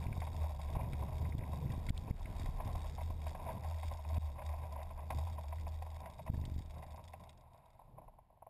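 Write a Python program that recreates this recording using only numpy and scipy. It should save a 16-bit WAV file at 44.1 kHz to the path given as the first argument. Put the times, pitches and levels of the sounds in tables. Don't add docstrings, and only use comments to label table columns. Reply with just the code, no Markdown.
import sys
import numpy as np
from scipy import signal
from scipy.fft import rfft, irfft, next_fast_len
from scipy.io import wavfile
from scipy.ndimage import uniform_filter1d

SR = 44100
rng = np.random.default_rng(int(sys.argv[2]) if len(sys.argv) > 2 else 0)


def waveform_to_disk(signal):
    frames = np.transpose(np.atleast_2d(signal))
    scaled = np.clip(frames, -1, 1) * 32767
    samples = np.round(scaled).astype(np.int16)
    wavfile.write(sys.argv[1], SR, samples)


def attenuation_scalar(level_db):
    decades = np.asarray(level_db, float) / 20
    return 10 ** decades


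N = 374409
TIME = np.arange(N) / SR


def level(x, db=0):
    return x * attenuation_scalar(db) / np.sqrt(np.mean(x ** 2))


def curve(table):
    return np.interp(TIME, *np.transpose(table))


def walk(rate_hz):
    hold = int(SR / rate_hz)
    steps = np.repeat(rng.standard_normal(N // hold + 1), hold)
    return level(uniform_filter1d(uniform_filter1d(steps, hold), hold)[:N])


def coloured(spectrum):
    hz, db = np.transpose(spectrum)
    size = next_fast_len(N)
    bins_hz = np.arange(1, size // 2 + 2) * SR / size
    gain = attenuation_scalar(np.interp(np.log(bins_hz), np.log(hz), db))
    return level(irfft(rfft(rng.standard_normal(size)) * gain, size)[:N])


def ring(x, modes):
    out = 0
    for k, (hz, width_hz, db) in enumerate(modes):
        b, a = signal.iirpeak(hz, hz / width_hz, SR)
        out = out + (-1) ** k * attenuation_scalar(db) * signal.lfilter(b, a, x)
    return out


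def bursts(starts, peaks_db, fades_s, rise_s):
    out = np.zeros(N)
    for s, db, fade in np.broadcast(starts, peaks_db, fades_s):
        t = np.arange(int(max(fade, 1e-3) * SR)) / SR
        i = int(s * SR)
        blow = attenuation_scalar(db - 60 * t / fade) * (1 - np.exp(-t / rise_s))
        out[i:i + len(t)] += blow[:N - i]
    return out


def struck(envelope, modes, starts=(), peaks_db=()):
    noise = rng.standard_normal(N)
    blows = np.zeros(N)
    blows[(np.asarray(starts) * SR).astype(int)] = attenuation_scalar(peaks_db)
    one_blow = ring(np.arange(4000) == 0, modes)
    shaking = envelope * noise / np.std(ring(noise[:SR], modes))
    return ring(shaking + blows / np.abs(one_blow).max(), modes)


def swells(rest_db, crests, peaks_db, builds_s, fades_s):
    coarse = TIME[::64]
    t = coarse[:, None] - crests
    drop_db = 20 * np.where(t < 0, -t / builds_s, t / fades_s)
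    power = attenuation_scalar(2 * (peaks_db - drop_db)).sum(axis=1)
    return 10 * np.log10(np.interp(TIME, coarse, power) + attenuation_scalar(2 * rest_db))


# start_s, speed_m_s
SPEED = [(0, 9), (1.0, 8), (2.1, 8), (3.0, 5), (4.0, 4), (5.0, 3.2), (6.2, 2.2), (7.0, 1.8), (7.45, .9),
         (8.05, .7), (8.25, .3), (8.49, .22)]


def follow_speed(full_db, exponent):
    return full_db + exponent * 20 * np.log10(curve(SPEED) / 9)


def patchy(rest_db, patches):
    s, db, fade_s = patches
    return swells(rest_db, s, db, fade_s, fade_s)


# pitch_hz, level_db
FLOOR = [(35, -31), (60, -1), (117, -7), (323, -27), (473, -26), (925, -13), (1230, -37), (2230, -35),
         (5800, -48), (7540, -78), (12800, -120)]


def still_air():
    return coloured(FLOOR) * attenuation_scalar(-71)


# pitch_hz, level_db
SWISH = [(650, -20.5), (1100, 1), (1180, -8), (1270, 5.5), (1770, -33.5), (2030, -7), (2330, -7.5),
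         (3060, -25), (3720, -1), (4150, -17.5), (4710, -10), (5410, -16), (5800, -22.5), (7540, -57),
         (12800, -120)]
# start_s, level_db
ROLLING = [
    (0, 0),
    (7.75, 0),
    (8.1, -14),
    (8.49, -25),
]


def grass(rolling, loose_db):
    brush_db = np.maximum(loose_db, -74) - 11 + 2.5 * walk(120)
    return rolling * coloured(SWISH) * attenuation_scalar(brush_db)


# pitch_hz, width_hz, level_db
SWAY = [(31.5, 9.43, 2), (56, 15, -8.5)]
# start_s, level_db, fade_s (20 dB either side)
DIPS = [(0.17, -47, .4), (0.8, -45, .35), (1.15, -52, .7), (1.88, -38, .3), (2.3, -40, .5), (2.75, -45, .9),
        (3.3, -48, .9), (3.98, -53, .8), (4.8, -52, .6), (5.65, -49, .7), (6.55, -48, .5), (8.05, -61, .3)]


def suspension():
    sway_db = patchy(follow_speed(-51, .75), np.transpose(DIPS)) + 1.5 * walk(5)
    return struck(attenuation_scalar(sway_db), SWAY)


# pitch_hz, level_db
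TURF = [(56, -33.5), (95, -3), (129, -1), (265, -19), (344, -23.5), (461, -22.5), (520, -21.5), (680, -49),
        (1140, -120)]
# start_s, fade_s (20 dB either side), rattle_db of panels, rumble_db of turf
PATCHES = [(0.0, .4, -51, -44), (0.42, .3, -50, -53), (0.8, .3, -48.5, -43), (1.05, .6, -54, -50),
           (1.5, .6, -53, -46), (1.25, .3, -58, -47), (1.72, .4, -60, -46.5), (1.92, .25, -62, -46.5),
           (2.08, .15, -55, -46.5), (2.38, .3, -54.5, -56), (2.47, .1, -58, -53), (2.64, .2, -49.5, -59),
           (2.75, .6, -54, -51), (3.2, .8, -60, -51), (3.51, .3, -49, -50.5), (3.65, .5, -52, -57),
           (4.16, .18, -47.5, -56), (4.47, .3, -51, -53), (4.65, .7, -52.5, -57), (4.91, .7, -56.5, -62),
           (5.15, .3, -58, -53), (5.29, .4, -56, -58), (5.64, .4, -55.5, -55), (6.03, .4, -53.5, -60),
           (6.33, .4, -63, -52), (6.8, .35, -57, -59), (7.0, .3, -62, -57), (7.25, .4, -62, -62),
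           (7.59, .5, -65, -68), (7.97, .3, -68, -61), (0.66, .2, -52, -62), (1.85, .15, -55, -52),
           (6.45, .2, -57, -60), (3.45, .2, -58, -51)]


def rough_turf():
    s, fade_s, panel_db, ground_db = np.transpose(PATCHES)
    rattle_db = patchy(follow_speed(-62, .6), (s, panel_db, fade_s))
    turf_db = patchy(follow_speed(-56.5, 1.05), (s, ground_db, fade_s))
    return coloured(TURF) * attenuation_scalar(turf_db + 2.6 * walk(25)), rattle_db


# start_s, level_db
SLACK = [(0, 0), (.9, -1.5), (1.9, -1.5), (2.35, 2.5), (2.75, -1), (2.92, 4.5), (3.15, 0), (3.35, 4),
         (3.7, 1.5), (3.85, 4), (4.05, .5), (5.05, -2), (5.22, 3), (5.45, -1), (6.05, -1.5), (6.27, 3),
         (6.45, -1.5), (7.3, -2)]


def looseness(boom_db, rattle_db):
    from_boom = .5 * (np.maximum(boom_db, -55) + 42)
    from_rattle = .15 * (rattle_db + 55)
    return follow_speed(-66.5, .42) + from_boom + from_rattle + curve(SLACK)


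# start_s, length_s, level_db
ROCKING = [(5.557, .06, -55), (5.68, .06, -57.5), (5.741, .02, -56), (5.822, .14, -55.5), (6.002, .02, -63),
           (6.058, .3, -57), (6.415, .51, -56.5), (6.92, .06, -55), (7.0415, .06, -56.5), (7.196, .06, -60),
           (7.292, .02, -54), (7.331, .1, -61.5), (7.535, .06, -61), (7.663, .06, -62.5), (7.733, .02, -71)]


def repeats(start_s, length_s, period_s):
    return start_s + np.arange(0, length_s, period_s)


def rocking():
    times, levels_db = [], []
    for start, length_s, db in ROCKING:
        t = repeats(start, length_s, .0408)
        times.append(t)
        levels_db.append(db - 10 * (t - start))
    s, db = np.concatenate(times), np.concatenate(levels_db)
    chance = rng.standard_normal((2, len(s)))
    return s + .002 * chance[0], db + 2.0 * chance[1]


# pitch_hz, width_hz, level_db
FITTING = [(2140, 700, -5), (3790, 135, 0), (3310, 300, -8), (4650, 590, -5.5), (5366, 660, -6.5)]
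# start_s, level_db
TICKS = [(0.0682, -53), (0.2027, -49), (0.6146, -50), (0.9324, -55), (1.3814, -52), (1.719, -50),
         (1.8647, -53), (1.8941, -42), (1.9747, -52.5), (2.6492, -53), (2.6753, -51.5), (2.7555, -50.5),
         (2.875, -53.5), (3.032, -53), (3.2665, -55), (3.9714, -54), (4.0891, -51), (4.4633, -49.5),
         (4.4907, -53), (4.7237, -53), (4.8296, -50.5), (5.1053, -48), (5.122, -54), (5.187, -53),
         (7.237, -58), (5.3906, -61), (5.483, -53.5), (5.9628, -55.5), (6.3679, -56), (6.4542, -52),
         (6.5902, -54), (6.7071, -55), (7.133, -57), (0.3641, -51), (0.7352, -52), (1.1817, -52),
         (2.384, -52), (2.3965, -50), (2.4583, -53), (2.7267, -53), (3.8806, -52), (3.9365, -56),
         (4.142, -52), (5.1467, -54), (5.3298, -57), (5.4105, -56), (5.4335, -57), (3.293, -54),
         (3.305, -54), (3.331, -56)]
# start_s, level_db
CRACKS = [(0.934, -48), (1.3823, -48), (1.893, -37), (1.8954, -34), (1.9775, -36.5), (5.1048, -46),
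          (5.113, -51), (6.4532, -40)]


def fitting(crests, loose_db):
    chatter_ends_s = 7.3
    crests = crests[crests < chatter_ends_s]
    chance = rng.standard_normal((4, len(crests)))
    landing_s = crests + .0012 * chance[0]
    skip_s = crests + .005 + .002 * chance[1]
    s = np.abs(np.r_[landing_s, skip_s])
    force_db = np.r_[9.5 + 2.4 * chance[2], 4.0 + 3.5 * chance[3]]
    chatter = s, loose_db[(s * SR).astype(int)] + force_db

    slow_s, slow_db = rocking()
    chance = rng.standard_normal((2, len(slow_s)))
    rebound_db = slow_db - 6.0 - 9.0 * (slow_s > chatter_ends_s) + 3.0 * chance[1]
    rebounds = slow_s + .009 + .003 * chance[0], rebound_db

    s, db = np.hstack([chatter, np.transpose(TICKS), (slow_s, slow_db), rebounds])
    ticks = struck(bursts(s, db - 3.5, .021, rise_s=.0002), FITTING, s, db + 1.8)
    cracks = struck(0, [(3300, 520, 0), (4540, 1200, -8)], *np.transpose(CRACKS))
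    return ticks + cracks


# start_s, level_db, pitch_hz
PINGS = [(0.0263, -50, 2290), (0.0667, -47, 2340), (0.1266, -45, 2280), (0.2179, -50, 1950),
         (0.2713, -51, 2100), (0.6843, -53, 2240), (0.8106, -47, 2260), (0.8435, -54, 1950),
         (0.9318, -42, 2260), (1.2516, -48, 2060), (1.3224, -47, 2140), (1.3897, -54, 2060),
         (1.4087, -51, 2010), (1.4351, -50, 2280), (1.6651, -51, 2020), (1.7015, -48, 1950),
         (1.8876, -40, 2150), (1.9659, -55, 2320), (2.1101, -48, 2240), (2.1685, -58, 1990),
         (2.2563, -46, 2170), (2.4139, -50, 1930), (2.4593, -48, 1980), (2.603, -51, 1640),
         (3.0081, -52, 2070), (3.2695, -50, 2510), (3.3508, -52, 1620), (3.5089, -52, 1630),
         (3.6366, -51, 2030), (3.7913, -53, 2020), (3.8297, -49, 2080), (4.0487, -53, 2480),
         (4.1674, -48, 2500), (4.3914, -57, 2120), (4.4204, -51, 1630), (4.815, -52, 2010),
         (5.1053, -43, 1990), (5.5258, -52, 1980), (5.5837, -53, 1970), (5.6645, -55, 2200),
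         (5.8217, -54, 2200), (6.0581, -50, 1980), (6.1893, -58, 2090), (6.2637, -56, 2160),
         (6.2746, -51, 1930), (6.342, -53, 1690), (6.4383, -56, 1930), (6.8269, -52, 2020),
         (7.1352, -50, 2060), (7.2938, -57, 2250)]


def pings():
    out = np.zeros(N)
    t = np.arange(2000) / SR
    for s, db, hz in PINGS:
        i = int(s * SR)
        envelope = attenuation_scalar(db + 4.5 - 60 * t / .014) * (1 - np.exp(-t / .0006))
        out[i:i + len(t)] += envelope * np.sin(2 * np.pi * hz * t)
    return out


# pitch_hz, width_hz, level_db
PANELS = [(568, 76, 3.8), (638, 42, 11), (766, 130, 5.4), (898, 78, 10.6), (954, 157, 9.5), (1087, 170, 1)]
# pitch_hz, width_hz, level_db
EDGE = [(1280, 400, -10), (1635, 60, -6.5), (2530, 415, -4), (2006, 430, -3.5)]
# start_s, level_db
KNOCKS = [(0.166, -44), (0.219, -37.5), (0.27, -40.5), (0.415, -45), (0.753, -41), (0.792, -39),
          (1.025, -42), (1.532, -39.5), (1.124, -45), (2.601, -39), (2.752, -41), (2.982, -39),
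          (3.013, -43.5), (3.103, -43), (3.265, -40), (3.349, -39), (3.397, -43.5), (3.467, -42),
          (3.488, -38.5), (3.71, -44.5), (3.831, -40.5), (3.914, -39.5), (4.1, -42.5), (4.392, -45),
          (4.418, -42), (4.538, -43), (4.634, -44.5), (4.76, -45), (4.905, -44.5), (4.991, -45),
          (0.343, -44), (0.439, -44), (0.544, -49), (0.593, -44), (2.077, -45), (2.207, -50), (3.312, -47),
          (3.451, -47), (3.944, -46), (3.989, -48), (4.048, -48), (4.49, -45),
          (5.104, -33.5), (5.184, -40), (5.229, -48), (5.27, -41.5), (5.382, -41), (5.44, -46),
           (5.525, -40), (5.668, -40.5), (5.821, -40.5), (5.865, -45), (6.057, -42.5), (6.192, -42),
           (6.264, -43), (6.339, -44), (6.387, -50), (6.825, -45), (6.977, -47), (6.992, -45), (6.278, -42),
           (6.594, -51), (6.943, -48), (7.137, -43), (7.237, -52), (7.269, -54)]
# start_s, level_db
SETTLING = [(7.544, -53), (7.793, -50), (7.816, -53.5), (7.982, -45), (8.017, -53), (8.137, -60),
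            (8.372, -61), (8.081, -48), (8.187, -50), (8.303, -57.5), (8.327, -63), (8.423, -45.5),
            (8.467, -46.5)]


def panels(rattle_db, rolling):
    s, db = np.transpose(KNOCKS + SETTLING)
    s = s - .002
    knocks = bursts(s, db - 4.5, 0.07 * attenuation_scalar(0.54 * (db + 37)), rise_s=.0015)
    rattle = attenuation_scalar(rattle_db - 1.5 + 1.4 * walk(30) + 2.6 * walk(110))
    body = struck(rattle + knocks, PANELS, s, db + 2.5)
    body = signal.sosfilt(signal.butter(2, 460, btype="high", fs=SR, output="sos"), body)
    body = signal.sosfilt(signal.butter(8, 1220, fs=SR, output="sos"), body)
    shaken = attenuation_scalar(-14.5) * rolling ** 0.21 * knocks + attenuation_scalar(-17) * rolling * rattle
    ping_s, ping_db, _ = np.transpose(PINGS)
    ping_hits = bursts(ping_s, ping_db - 6.0, 0.03, rise_s=0.0012)
    return body + pings() + struck(ping_hits + shaken, EDGE)


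def judder():
    since = repeats(0, .3, .0195)
    back = np.arange(len(since)) % 2 == 0
    chance = rng.standard_normal((2, len(since)))
    stops = 6.2995 + since + .18 * since ** 2 + .0012 * chance[0]
    db = -37 - 11 * since - 1.0 * back + 1.6 * chance[1]
    return stops, db, 1 - 2 * back


# start_s, level_db,
# direction (1 or -1)
BUMPS = [(0.0661, -34.5, 1), (0.7095, -41, 1), (0.7692, -32, -1), (0.9335, -35.5, 1), (1.3516, -34.5, 1),
         (1.3928, -34, 1), (1.4964, -37, 1), (1.701, -34.5, 1), (1.7398, -38, 1), (1.7801, -35, 1),
         (1.8895, -38.5, -1), (1.9053, -30, 1), (2.0911, -38, 1), (2.1097, -30, 1), (2.3053, -37.5, 1),
         (2.3994, -36, 1), (2.421, -40.6, 1), (2.4409, -35.5, -1), (2.4564, -42, -1), (2.4912, -40, 1),
         (2.6588, -37, -1), (2.6734, -37, 1), (2.6885, -40, -1), (4.1323, -42, 1), (4.1811, -31.5, 1),
         (5.108, -42, -1), (5.1509, -38.5, 1), (6.3014, -34, -1), (6.3445, -32, 1), (6.7749, -45, 1),
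         (6.632, -50, 1), (6.654, -48, 1), (6.678, -51, 1), (6.868, -49, 1), (6.944, -51, 1),
         (3.105, -37, -1), (0.085, -37, 1), (0.119, -38, -1), (0.181, -38, -1), (0.337, -42, 1),
         (0.357, -47, -1), (0.95, -39, 1), (1.037, -41, 1), (1.229, -37, -1), (1.292, -38, 1),
         (1.667, -40, -1), (1.685, -41, 1), (1.921, -42, 1), (2.026, -42, -1), (2.048, -41, -1),
         (2.258, -42, -1), (2.291, -42, -1), (2.786, -43, 1), (3.54, -43, -1), (3.853, -44, -1),
         (3.917, -48, 1), (5.133, -44, -1), (5.312, -48, -1), (6.099, -50, 1), (7.321, -58, -1)]


def bumps():
    t = np.arange(-400, 2000) / SR
    load = np.exp(-(t / 0.0013) ** 2) - 0.19 * np.exp(-((t + 0.0054) / 0.0014) ** 2)
    swing_back = np.cos(2 * np.pi * 85 * t) * np.exp(-t / 0.0044)
    jolt = np.where(t < 0, load, swing_back)
    s, db = np.transpose(SETTLING)
    thuds = s, db - 19, np.ones(len(s))
    s, db, direction = np.hstack([np.transpose(BUMPS), judder(), thuds])
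    blows = np.zeros(N)
    blows[(s * SR).astype(int)] = np.sign(direction) * attenuation_scalar(db + 6.0)
    return signal.fftconvolve(blows, jolt)[400:N + 400]


# start_s (of the crest), level_db, build_s and fade_s (20 dB each)
SWELLS = [(0.0, -36.5, .1, .13), (0.17, -40, .08, .6), (0.44, -37, .3, .35), (0.65, -39.5, .15, .5),
          (1.03, -40, .6, .12), (1.15, -40, .15, .5), (1.27, -40, .3, .17), (1.53, -39, .16, .13),
          (1.68, -38, .2, .2), (1.89, -42, .18, .2), (1.99, -40, .15, .07), (2.1, -41, .05, .05),
          (2.23, -46, .08, .06), (2.41, -38, .14, .24), (2.77, -38, .24, .55), (3.05, -38, .12, .2),
          (3.28, -38.5, .28, .08), (3.44, -45, .07, .3), (3.67, -36.5, .09, .38), (3.88, -36, .2, .1),
          (4.25, -36, .55, .16), (4.46, -38.8, .07, .8), (5.05, -47, .9, .3), (5.17, -35.5, .12, .45),
          (5.56, -41, .25, .25), (5.78, -42, .8, .42), (6.33, -48, .2, .9), (6.57, -42, .3, .14),
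          (6.78, -46, .2, .09), (7.1, -54, .5, .4), (0.75, -40, .08, .1), (1.77, -40, .08, .08),
          (4.17, -37, .15, .1), (5.98, -46, .2, .15), (6.38, -41, .12, .2), (6.93, -50, .15, .1)]


def boom_level():
    return swells(follow_speed(-56, 1.1), *np.transpose(SWELLS))


def hull(boom_db):
    turns = np.cumsum(77.2 + 3.5 * walk(35)) / SR
    swing = np.sqrt(2) * attenuation_scalar(boom_db + 1.4 * walk(30))
    crests = np.flatnonzero(np.diff(np.floor(turns - .2))) / SR
    return swing * np.sin(2 * np.pi * turns), crests


def scene():
    rolling = attenuation_scalar(curve(ROLLING))
    boom_db = boom_level()
    turf, rattle_db = rough_turf()
    loose_db = looseness(boom_db, rattle_db)
    boom, crests = hull(boom_db)
    background = still_air() + grass(rolling, loose_db) + suspension() + turf
    cockpit = fitting(crests, loose_db) + panels(rattle_db, rolling)
    return (background + cockpit + bumps() + boom)[None]


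def roll_off(x):
    return signal.sosfilt(signal.butter(12, 15740, fs=SR, output="sos"), x)


def record(dry):
    limit_db, depth, release_s = -29, 3.6, 0.013
    over = np.clip(np.abs(np.roll(dry, 130)) / attenuation_scalar(limit_db) - 1, 0, None)
    keep = np.exp(-1 / (release_s * SR))
    ducked = dry / (1 + depth * 10 * signal.lfilter([1 - keep], [1, -keep], over))
    guarded = signal.sosfilt(signal.ellip(6, .3, 40, 5690, fs=SR, output="sos"), ducked)
    slow_times = np.arange(0, N, SR / 12000)
    slow = np.array([np.interp(slow_times, np.arange(N), v) for v in guarded])
    held = signal.resample_poly(np.repeat(slow, 4, axis=1), 147, 160, axis=1)[:, :N]
    smooth = signal.sosfilt(signal.butter(3, 14500, fs=SR, output="sos"), held)
    finished = signal.sosfilt(signal.ellip(8, .2, 60, 15420, fs=SR, output="sos"), smooth)
    return roll_off(finished)


dry = scene()
out = record(dry)
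waveform_to_disk(out)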